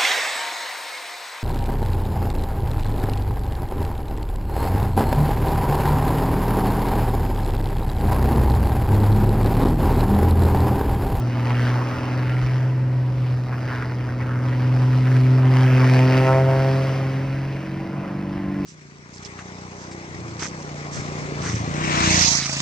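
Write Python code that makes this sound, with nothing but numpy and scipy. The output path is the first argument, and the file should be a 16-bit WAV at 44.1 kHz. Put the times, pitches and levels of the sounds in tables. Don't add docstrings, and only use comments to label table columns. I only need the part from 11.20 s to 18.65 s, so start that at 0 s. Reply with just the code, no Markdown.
import sys
import numpy as np
from scipy import signal
from scipy.fft import rfft, irfft, next_fast_len
from scipy.io import wavfile
from scipy.ndimage import map_coordinates

SR = 44100
rng = np.random.default_rng(int(sys.argv[2]) if len(sys.argv) > 2 else 0)


def materialize(psi):
    bounded = np.clip(np.atleast_2d(psi).T, -1, 1)
    quanta = np.round(bounded * 32767).astype(np.int16)
    wavfile.write(sys.argv[1], SR, quanta)


N = 328545

# time in seconds, lag behind the direct sound in ms.
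BOUNCE_LAG = [(0, 9.12), (1.3, 9.21), (2.8, 9.21), (4.75, 9.0), (7.45, 8.89)]
BOUNCE_GAIN = 0.47
CYLINDERS = 6
STEP = 8
SLOW_S = np.arange(0, N + 32 * STEP, STEP) / SR


def propeller(turn, hz, tone_dbs):
    # time in seconds, crack level in dB,
    # extra fall in dB per multiple above the 4th.
    crack = [(4.3, -53, 1), (4.53, -36, 7), (4.7, -36, 8), (4.8, -30.5, 1.5), (4.92, -31, 4.5),
             (5.01, -28.5, 3.5), (5.09, -23.5, 0.1), (5.19, -23, 2), (5.245, -26, 5.5), (5.29, -25.5, 1.5),
             (5.4, -28, 2.5), (5.5, -28.5, 2.5), (5.6, -30, 5.5), (5.7, -35, 5), (5.88, -39, 12),
             (6.05, -52, 1), (6.25, -46, 4)]
    # multiple of the blade tone, dB against the crack level.
    crack_shape = [(4, -1), (5, 0.5), (6, -5.5), (7, -3.5), (8, -7.5), (9, -13), (10, -6.5), (11, -10)]
    # time in seconds, level in dB.
    buzz = [(0, -58), (.3, -49), (.55, -46.5), (.8, -50.5), (1.3, -55.5), (2.0, -64.5), (2.6, -51.5),
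            (3.0, -56.5), (3.6, -58.5), (4.2, -52.5), (4.6, -49), (4.8, -49), (4.95, -39), (5.12, -43),
            (5.24, -49), (5.4, -44.5), (5.6, -53), (5.85, -50), (6.05, -59), (6.6, -62.5), (7.45, -60)]
    # multiple of the blade tone, dB against the buzz level.
    buzz_shape = [(4, 0.5), (5, -2), (6, -2.5), (7, 1.5), (8, -0.5), (9, -6.5), (10, 0.5), (11, -1),
                  (12, -7.5), (13, -8.5), (14, -6), (15, -4.5), (16, -6.5), (17, -9), (18, -8)]
    # time in seconds, depth in dB.
    dropouts = [(6.45, 9), (6.68, 22), (6.871, 15)]
    dropout_s = 0.038
    shake_db = 0.1
    fade_db, fade_rate, steady_db, fade_span_db = 2.5, 14, -32.5, 20

    silent_before = (crack[0][0] - .3, -80, 0)
    silent_after = (crack[-1][0] + .2, -80, 0)
    crack_db, fall_db = curves([silent_before, *crack, silent_after])
    levels = dict(zip((1, 2, 3), tone_dbs))
    for s, depth_db in dropouts:
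        levels[1] = levels[1] - depth_db * np.exp(-((SLOW_S - s) / dropout_s) ** 2)
    for k, db in crack_shape:
        levels[k] = crack_db + db - fall_db * (k - 4)
    buzz_db = curves(buzz)[0]
    for k, db in buzz_shape:
        power = undb(levels.get(k, -120)) ** 2 + undb(buzz_db + db) ** 2
        levels[k] = 10 * np.log10(power)

    lag_s = curves(BOUNCE_LAG)[0] / 1000
    out = 0
    for k, db in levels.items():
        shift = np.angle(1 + BOUNCE_GAIN * np.exp(-2j * np.pi * k * CYLINDERS * hz * lag_s))
        sign = -1 if k == 2 else 1
        shake = (.5 + shake_db * min(k, 9)) * walk(35)
        weakness = np.clip((steady_db - db) / fade_span_db, 0, 1)
        fade = (k > 1) * fade_db * weakness * walk(fade_rate)
        phase = k * CYLINDERS * turn + shift + 0.012 * k * walk(20)
        out = out + sign * undb(db + shake + fade) * np.cos(phase)
    return np.sqrt(2) * fill(out)


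def exhaust(turn):
    # multiple of the cycle, dB against the exhaust level
    pipes_away = [(1, -51), (2, -31), (3, -25.5), (4, -29), (5, -27.5), (6, 0), (7, -31), (8, -28),
                  (9, -27), (10, -30), (11, -27), (12, -23), (13, -38), (14, -22), (15, -23), (16, -29.5),
                  (17, -26.5), (18, -28), (19, -34), (20, -25.5), (21, -37), (22, -40), (23, -37.5),
                  (24, -31.5), (25, -34), (26, -25.5), (27, -35.5), (28, -37.5), (29, -40.5), (30, -44),
                  (31, -38.5), (32, -31), (33, -49.5), (34, -39), (35, -46.5), (36, -45), (37, -49),
                  (38, -51), (39, -49.5), (40, -49), (41, -42), (42, -39), (43, -38.5), (44, -35),
                  (45, -36), (46, -37), (47, -32.5), (48, -34.5)]
    pipes_near = [(1, -41), (2, -23), (3, -31.5), (4, -16.5), (5, -21), (6, -6), (7, -28.5), (8, 0.5),
                  (9, -8.5), (10, -12.5), (11, -25), (12, -5), (13, -15), (14, -6), (15, -30), (16, -29),
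                  (17, -23), (18, -24), (19, -27.5), (20, -26.5), (21, -33), (22, -32.5), (23, -21.5),
                  (24, -20), (25, -33.5), (26, -32.5), (27, -20.5), (28, -34), (29, -19.5), (30, -23.5),
                  (31, -34.5), (32, -28), (33, -32), (34, -34.5), (35, -30.5), (36, -27), (37, -40.5),
                  (38, -33), (39, -37), (40, -38.5), (41, -23.5), (42, -31), (43, -19.5), (44, -28.5),
                  (45, -45), (46, -35), (47, -34), (48, -39.5)]
    # time in seconds, exhaust level in dB, share of pipes turned towards the listener (0-1).
    pipe_levels = [(0, -18, 0.03), (1.3, -19, 0.04), (2.4, -25, 0.08), (3.3, -18, 0), (4.2, -21, 0.05),
                   (5.1, -20, 0.31), (6.1, -25, 0.34), (6.4, -23.5, 0.46), (6.8, -27.5, 0.87),
                   (7.15, -29, 0.94), (7.45, -30.5, 0.99)]
    # time in seconds, rise in dB.
    boom = [(0, -0.5), (6.1, 0.5), (6.5, -0.5), (6.8, -1.5), (7.0, -1.5), (7.2, 2), (7.45, 4)]

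    db, near = curves(pipe_levels)
    near = np.clip(near, 0, 1)
    boom_db = curves(boom)[0]
    out = 0
    for (k, away_db), (_, near_db) in zip(pipes_away, pipes_near):
        in_blade_tone = k % CYLINDERS == 0 and k <= 3 * CYLINDERS
        if k <= 3 or in_blade_tone:
            continue
        line_db = db + (1 - near) * away_db + near * near_db + (k == 8) * boom_db - 0.063 * k
        waver_db = 1.3 * walk(6) + 0.047 * k * walk(30)
        phase = k * turn + 2 * np.pi * rng.random() + 0.016 * k * walk(24)
        out = out + undb(line_db + waver_db) * np.cos(phase)
    return np.sqrt(2) * fill(out)


def rasp(turn):
    # time in seconds, low roar, middle rasp and hiss in dB (each band keeps only the
    strength = [(0, -39, -43.5, -51, 0.6), (.22, -35, -37, -47.5, 0.6), (.45, -31.5, -34, -44, 0.62),
                (.65, -35, -35, -48.5, 0.38), (.95, -34.5, -36, -49.5, 0.55),
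                (1.25, -39, -36.5, -48.5, 0.71), (1.65, -43.5, -43.5, -58.5, 0.1),
                (2.05, -41, -44.5, -53.5, 0.5), (2.28, -40.5, -41.5, -54, 0.66),
                (2.55, -36.5, -36, -51.5, 0.58), (2.8, -38.5, -44, -55, 0.6),
                (3.15, -41.5, -39.5, -54, 0.68), (3.45, -35, -41.5, -50.5, 0.5), (3.9, -38, -38, -47, 0.61),
                (4.24, -34, -37, -49, 0.59), (4.38, -33.5, -33.5, -44.5, 0.79),
                (4.65, -29, -28.5, -41, 0.65), (5.0, -30.5, -31.5, -40.5, 0.7),
                (5.12, -34.5, -31.5, -44, 0.42), (5.25, -33.5, -32.5, -47.5, 0.34),
                (5.56, -33.5, -34.5, -44, 0.4), (5.75, -33.5, -39, -47, 0.2),
                (5.9, -36.5, -38.5, -51, 0.23), (6.1, -39.5, -39.5, -53, 0.2), (6.5, -43, -41, -55, 0.43),
                (6.85, -37.5, -43, -59, 0.4), (7.45, -44, -43, -56, 0.44)]
    # frequency in Hz, relative dB per Hz.
    rasp_colour = [(60, -8), (140, -4), (300, -1), (600, 3.5), (1100, -2.5), (2000, -4), (2800, -9),
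                   (3600, -17), (4900, -13.5), (6000, -20), (6900, -35.5), (9500, -34), (12000, -37.5),
                   (14000, -37.5), (15500, -45.5)]
    # time in seconds, pitch in Hz.
    swell = [(0, 1100), (.3, 1650), (.45, 1430), (.65, 950), (1.1, 1690), (1.8, 1008), (2.4, 1350),
             (3.3, 1349), (3.9, 1620), (4.2, 1010), (4.7, 1980), (5.2, 1095), (5.8, 1900), (6.6, 2400),
             (7.45, 1990)]
    cylinder_db = [5.5, 5, 2.5, 6, 3.5, 1.5]
    swell_top_db, swell_octaves = 3, 0.53
    rasp_db = -27

    low_db, mid_db, high_db, pulsed = curves(strength)
    firing = CYLINDERS * turn / (2 * np.pi) + 0.58
    count = firing.astype(int)
    size, timing = rng.standard_normal((2000, 2)).T
    late = 0.074 * timing[count]
    pulse = np.exp(0.92 * (np.cos(2 * np.pi * (firing + .5 + late)) - 1))
    burst = pulse * undb(2.4 * size[count] + np.array(cylinder_db)[count % CYLINDERS])
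    burst = burst / np.sqrt(np.mean(burst ** 2))

    centres = 250 * 2 ** np.arange(0, 6, 1 / 3)
    out, patch, swell_hz = 0, walk(24), curves(swell)[0]
    for hz, gust_db, noise in zip(centres, gusts(centres), bands(rasp_colour, centres, channels=2)):
        low, high = np.clip(np.log2([1500 / hz, hz / 2200]) * 3.1, 0, 1)
        db = low * low_db + high * high_db + (1 - low - high) * mid_db
        swell_db = swell_top_db * np.exp(-(np.log2(hz / swell_hz) / swell_octaves) ** 2)
        share = np.clip(pulsed * np.exp(-np.log2(hz / 1800) ** 2 / 11), 0, 1)
        gate = 1 - share + share * burst
        gate = gate / np.sqrt(1 - 2 * share * (1 - share) * (1 - burst.mean()))
        patch = 0.23 * patch + 0.88 * walk(16)
        level_db = db - db.mean() + swell_db + gust_db + 2.5 * pulsed * patch
        out = out + fill(undb(level_db) * gate) * noise
    return out * undb(rasp_db)


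def gusts(centres):
    # time in seconds, rise in dB (below zero for a lull), centre in Hz.
    short_gusts = [(.12, 4.5, 2000), (.313, 3.5, 1700), (.37, 4, 1700), (.562, 1.5, 1100), (.62, 7, 1200),
                   (2.335, 9.5, 1380), (2.519, 9, 1495), (2.59, 3, 1300), (2.63, 9.5, 1499),
                   (2.71, 8, 1581), (2.82, 10, 1759), (2.9, 10, 1406), (2.755, -13, 1900), (2.86, 0, 1800),
                   (2.95, 0, 1900), (3.015, 11.5, 1990), (3.065, 6, 1290), (3.11, 7, 1350), (3.15, 2, 1300),
                   (3.2, 3.5, 1598), (3.245, 3, 2000), (3.38, -8, 1400), (3.73, 6.5, 1601),
                   (3.875, 12.5, 1760), (3.92, 7.5, 1595), (3.965, 9.5, 1780), (4.34, 2.5, 1610),
                   (4.46, 2.5, 1998)]
    # time in seconds, half length in seconds,
    # rise in dB, centre in Hz.
    streaks = [(0.293, 0.04, 8, 1000), (0.423, 0.07, 7, 1660), (0.495, 0.037, 4, 1346),
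               (0.46, 0.065, 6, 2930), (.52, 0.019, 4, 980), (0.6, 0.094, 4.5, 950),
               (0.733, 0.037, 7, 1248), (3.4, .06, 3, 1490), (3.452, 0.033, 9, 1690),
               (3.596, 0.033, 2, 1390), (4.358, 0.083, 8, 930), (4.361, 0.033, 6.5, 1720),
               (4.63, 0.038, 7.5, 1001), (4.75, 0.027, 12, 861), (4.795, 0.035, 7, 2495),
               (4.95, 0.076, 8, 2300), (5.06, 0.029, 7, 2498), (5.12, 0.036, 2, 2140),
               (2.548, .03, 0, 1540), (3.0, .02, 8, 1000), (3.27, 0.035, 7.5, 1100),
               (3.34, 0.046, 11, 1900)]
    gust_s, gust_octaves, streak_octaves = 0.018, 0.58, 0.24

    rows = [(s, gust_s, db, hz, gust_octaves) for s, db, hz in short_gusts]
    rows += [(*row, streak_octaves) for row in streaks]
    s, span_s, db, hz, octaves = np.transpose(rows)
    in_time = np.exp(-((SLOW_S - s[:, None]) / span_s[:, None]) ** 2)
    in_pitch = np.exp(-(np.log2(centres[:, None] / hz) / octaves) ** 2)
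    return db * in_pitch @ in_time


def ground(x):
    grass_hz = 2870
    lag = fill(curves(BOUNCE_LAG)[0] / 1000 + 2e-5 * walk(12)) * SR
    dull = signal.sosfilt(signal.butter(1, grass_hz, fs=SR, output="sos"), x)
    lead = SR / (2 * np.pi * grass_hz)
    return BOUNCE_GAIN * np.interp(np.arange(N) - lag + lead, np.arange(N), dull)


def wind():
    # frequency in Hz, relative dB per Hz.
    rumble_colour = [(20, -17), (33, -19), (48, 2), (65, -5.5), (90, 0.5), (130, -0.5), (200, -9),
                     (400, -23.5), (900, -59.5)]
    # start in seconds, level in dB before onset and decay, pitch in Hz, 60 dB decay in seconds.
    thump_rows = [(.77, -19, 85.4, 0.16), (1.07, -18.5, 70.5, 0.11), (1.227, -14, 61.43, 0.13),
                  (2.89, -26.5, 72, .15), (3.738, -23, 58, 0.16), (4.02, -21, 51.76, 0.18)]
    rumble_db = -37.5

    centres = 30 * 2 ** np.arange(0, 3, .7)
    rumble = 0
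    for noise in bands(rumble_colour, centres, channels=1):
        rumble = rumble + fill(undb(2.5 * walk(5.4))) * noise[0]
    thumps = 0
    for s, db, hz, t60 in thump_rows:
        t = np.maximum(SLOW_S - s, 0)
        envelope = (1 - np.exp(-t / 0.012)) * 1000. ** (-t / t60)
        thumps = thumps + undb(db) * envelope * np.sin(2 * np.pi * hz * t)
    return rumble * undb(rumble_db) / np.sqrt(np.mean(rumble ** 2)) + fill(thumps)


def side_flutter():
    # frequency in Hz, relative dB per Hz.
    flutter_colour = [(25, 0), (60, -1.5), (125, 8), (170, 2), (260, -43)]
    # start in seconds, end in seconds, level in dB.
    spells = [(.26, .36, -52), (.6, .65, -61), (0.691, 0.826, -50), (.87, 1.078, -47), (1.13, 1.37, -43),
              (1.392, 1.7, -63), (1.763, 1.812, -46), (1.86, 1.924, -48), (1.999, 2.037, -59),
              (2.513, 2.58, -53), (4.33, 4.391, -57), (4.45, 4.508, -49), (4.77, 4.809, -56),
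              (5.039, 5.19, -62), (5.318, 5.587, -48), (5.66, 5.751, -50), (6.1, 6.159, -56),
              (6.43, 6.485, -54), (6.71, 6.751, -64), (7.09, 7.179, -61), (7.3, 7.363, -60)]
    edge_s = .012

    noise = next(bands(flutter_colour, [100.], channels=1))[0]
    on = 0
    for start, end, db in spells:
        rise, fall = np.tanh((SLOW_S - start) / edge_s), np.tanh((SLOW_S - end) / edge_s)
        on = on + undb(db) * (rise - fall) / 2
    return fill(on) * noise / np.sqrt(np.mean(noise ** 2))


def ports(direct, bounce, scatter):
    # frequency in Hz, dB of side against mid before the weights below.
    port_colour = [(40, -58), (130, -58.5), (170, -33), (210, -23), (250, -8), (310, -13.5), (390, -7),
                   (700, -3.5), (1290, -2), (1950, -18), (2600, 3), (4400, -8.5), (7000, 12.5), (9000, 4),
                   (11000, -12.5), (15000, -20)]
    direct_weight, bounce_weight, scatter_weight = 0.39, 0.5, 0.35
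    in_phase = -0.13
    edge = 2048

    size = next_fast_len(N + 2 * edge)

    def spectrum(x):
        return rfft(np.pad(x, edge, mode="reflect"), size)

    gain = undb(colour(port_colour, np.arange(size // 2 + 1) * SR / size))
    turned = in_phase + 1j * np.sqrt(1 - in_phase ** 2)
    side = direct_weight * turned * spectrum(direct)
    side = side - 1j * bounce_weight * spectrum(bounce)
    side = side + scatter_weight * spectrum(scatter)
    return irfft(gain * side, size)[edge:edge + N]


def undb(db):
    return 10 ** (np.asarray(db) / 20)


def curves(table):
    s, *columns = np.transpose(table)
    return [np.interp(SLOW_S, s, c) for c in columns]


def colour(table, hz):
    f, db = np.transpose(table)
    return np.interp(np.log(np.maximum(hz, 1)), np.log(np.maximum(f, 1)), db)


def walk(rate):
    place = SLOW_S * np.clip(rate, .1, 60)
    return 1.6 * map_coordinates(rng.standard_normal(512), [place], order=2, prefilter=False)


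def bands(table, centres, channels):
    size = next_fast_len(N)
    hz = np.maximum(np.arange(size // 2 + 1) * SR / size, 1)
    noise = rfft(rng.standard_normal((channels, size))) * undb(colour(table, hz))
    for k in range(len(centres)):
        weight = np.interp(np.log(hz), np.log(centres), np.arange(len(centres)) == k)
        yield irfft(noise * weight, size)[:, :N]


def fill(slow):
    return signal.resample_poly(slow, STEP, 1, padtype="line")[:N]


def scene():
    # time in seconds, engine cycle in Hz, then dB of the blade tone, its 2nd and its 3rd multiple.
    tone = [(0.0, 20.14, -21, -35, -45), (0.2, 20.13, -21.5, -33, -64), (0.46, 20.38, -19, -30.5, -62),
            (0.62, 20.55, -21, -37, -39), (0.79, 20.81, -30.5, -33.5, -61), (0.92, 20.84, -23, -32.5, -40),
            (1.17, 20.96, -19, -46, -62), (1.5, 21.26, -19.5, -42.5, -54.5), (1.8, 21.06, -20, -41.5, -54),
            (2.12, 20.84, -20.5, -42.5, -57), (2.53, 20.66, -28.5, -39.5, -52.5),
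            (2.72, 20.6, -25.5, -42.5, -60), (2.97, 20.54, -26, -35.5, -62), (3.55, 21.07, -17, -31.5, -52),
            (4.15, 21.42, -13.5, -27.5, -34), (4.79, 21.36, -14, -23, -30.5), (4.96, 21.67, -16, -23, -27),
            (5.05, 21.84, -18, -30, -28), (5.16, 22.01, -16.5, -36, -26.5), (5.3, 22.13, -17, -35.5, -29.5),
            (5.55, 22.28, -19.5, -31.5, -31), (5.72, 22.18, -22.5, -38.5, -40),
            (5.95, 22.26, -23.5, -33, -41), (6.2, 22.61, -24.5, -37, -48), (6.5, 23.02, -31, -48, -48),
            (6.83, 23.62, -28, -41, -54), (7.0, 23.9, -34, -36.5, -61), (7.32, 24.23, -36, -30, -57),
            (7.45, 24.16, -31, -28, -44)]
    hz, *tone_dbs = curves(tone)
    turn = 2 * np.pi * np.cumsum(hz) * STEP / SR
    rush, scatter = rasp(turn)
    bounce = ground(rush)
    direct = propeller(turn, hz, tone_dbs) + exhaust(turn) + rush + wind()
    side = ports(direct, bounce, scatter) + side_flutter()
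    return direct + bounce + np.array([side, -side])


def record(dry):
    # rate in Hz, swing in samples.
    clock = [(3896.5, .2), (7803.5, .1), (11700, .07), (15596.5, .04)]
    top_hz = 15600
    slip = sum(swing * np.sin(2 * np.pi * hz * np.arange(N) / SR) for hz, swing in clock)
    uneven = dry + slip * np.gradient(dry, axis=1)
    return signal.sosfilt(signal.ellip(10, .2, 80, top_hz, fs=SR, output="sos"), uneven)


dry = scene()
out = record(dry)
materialize(out)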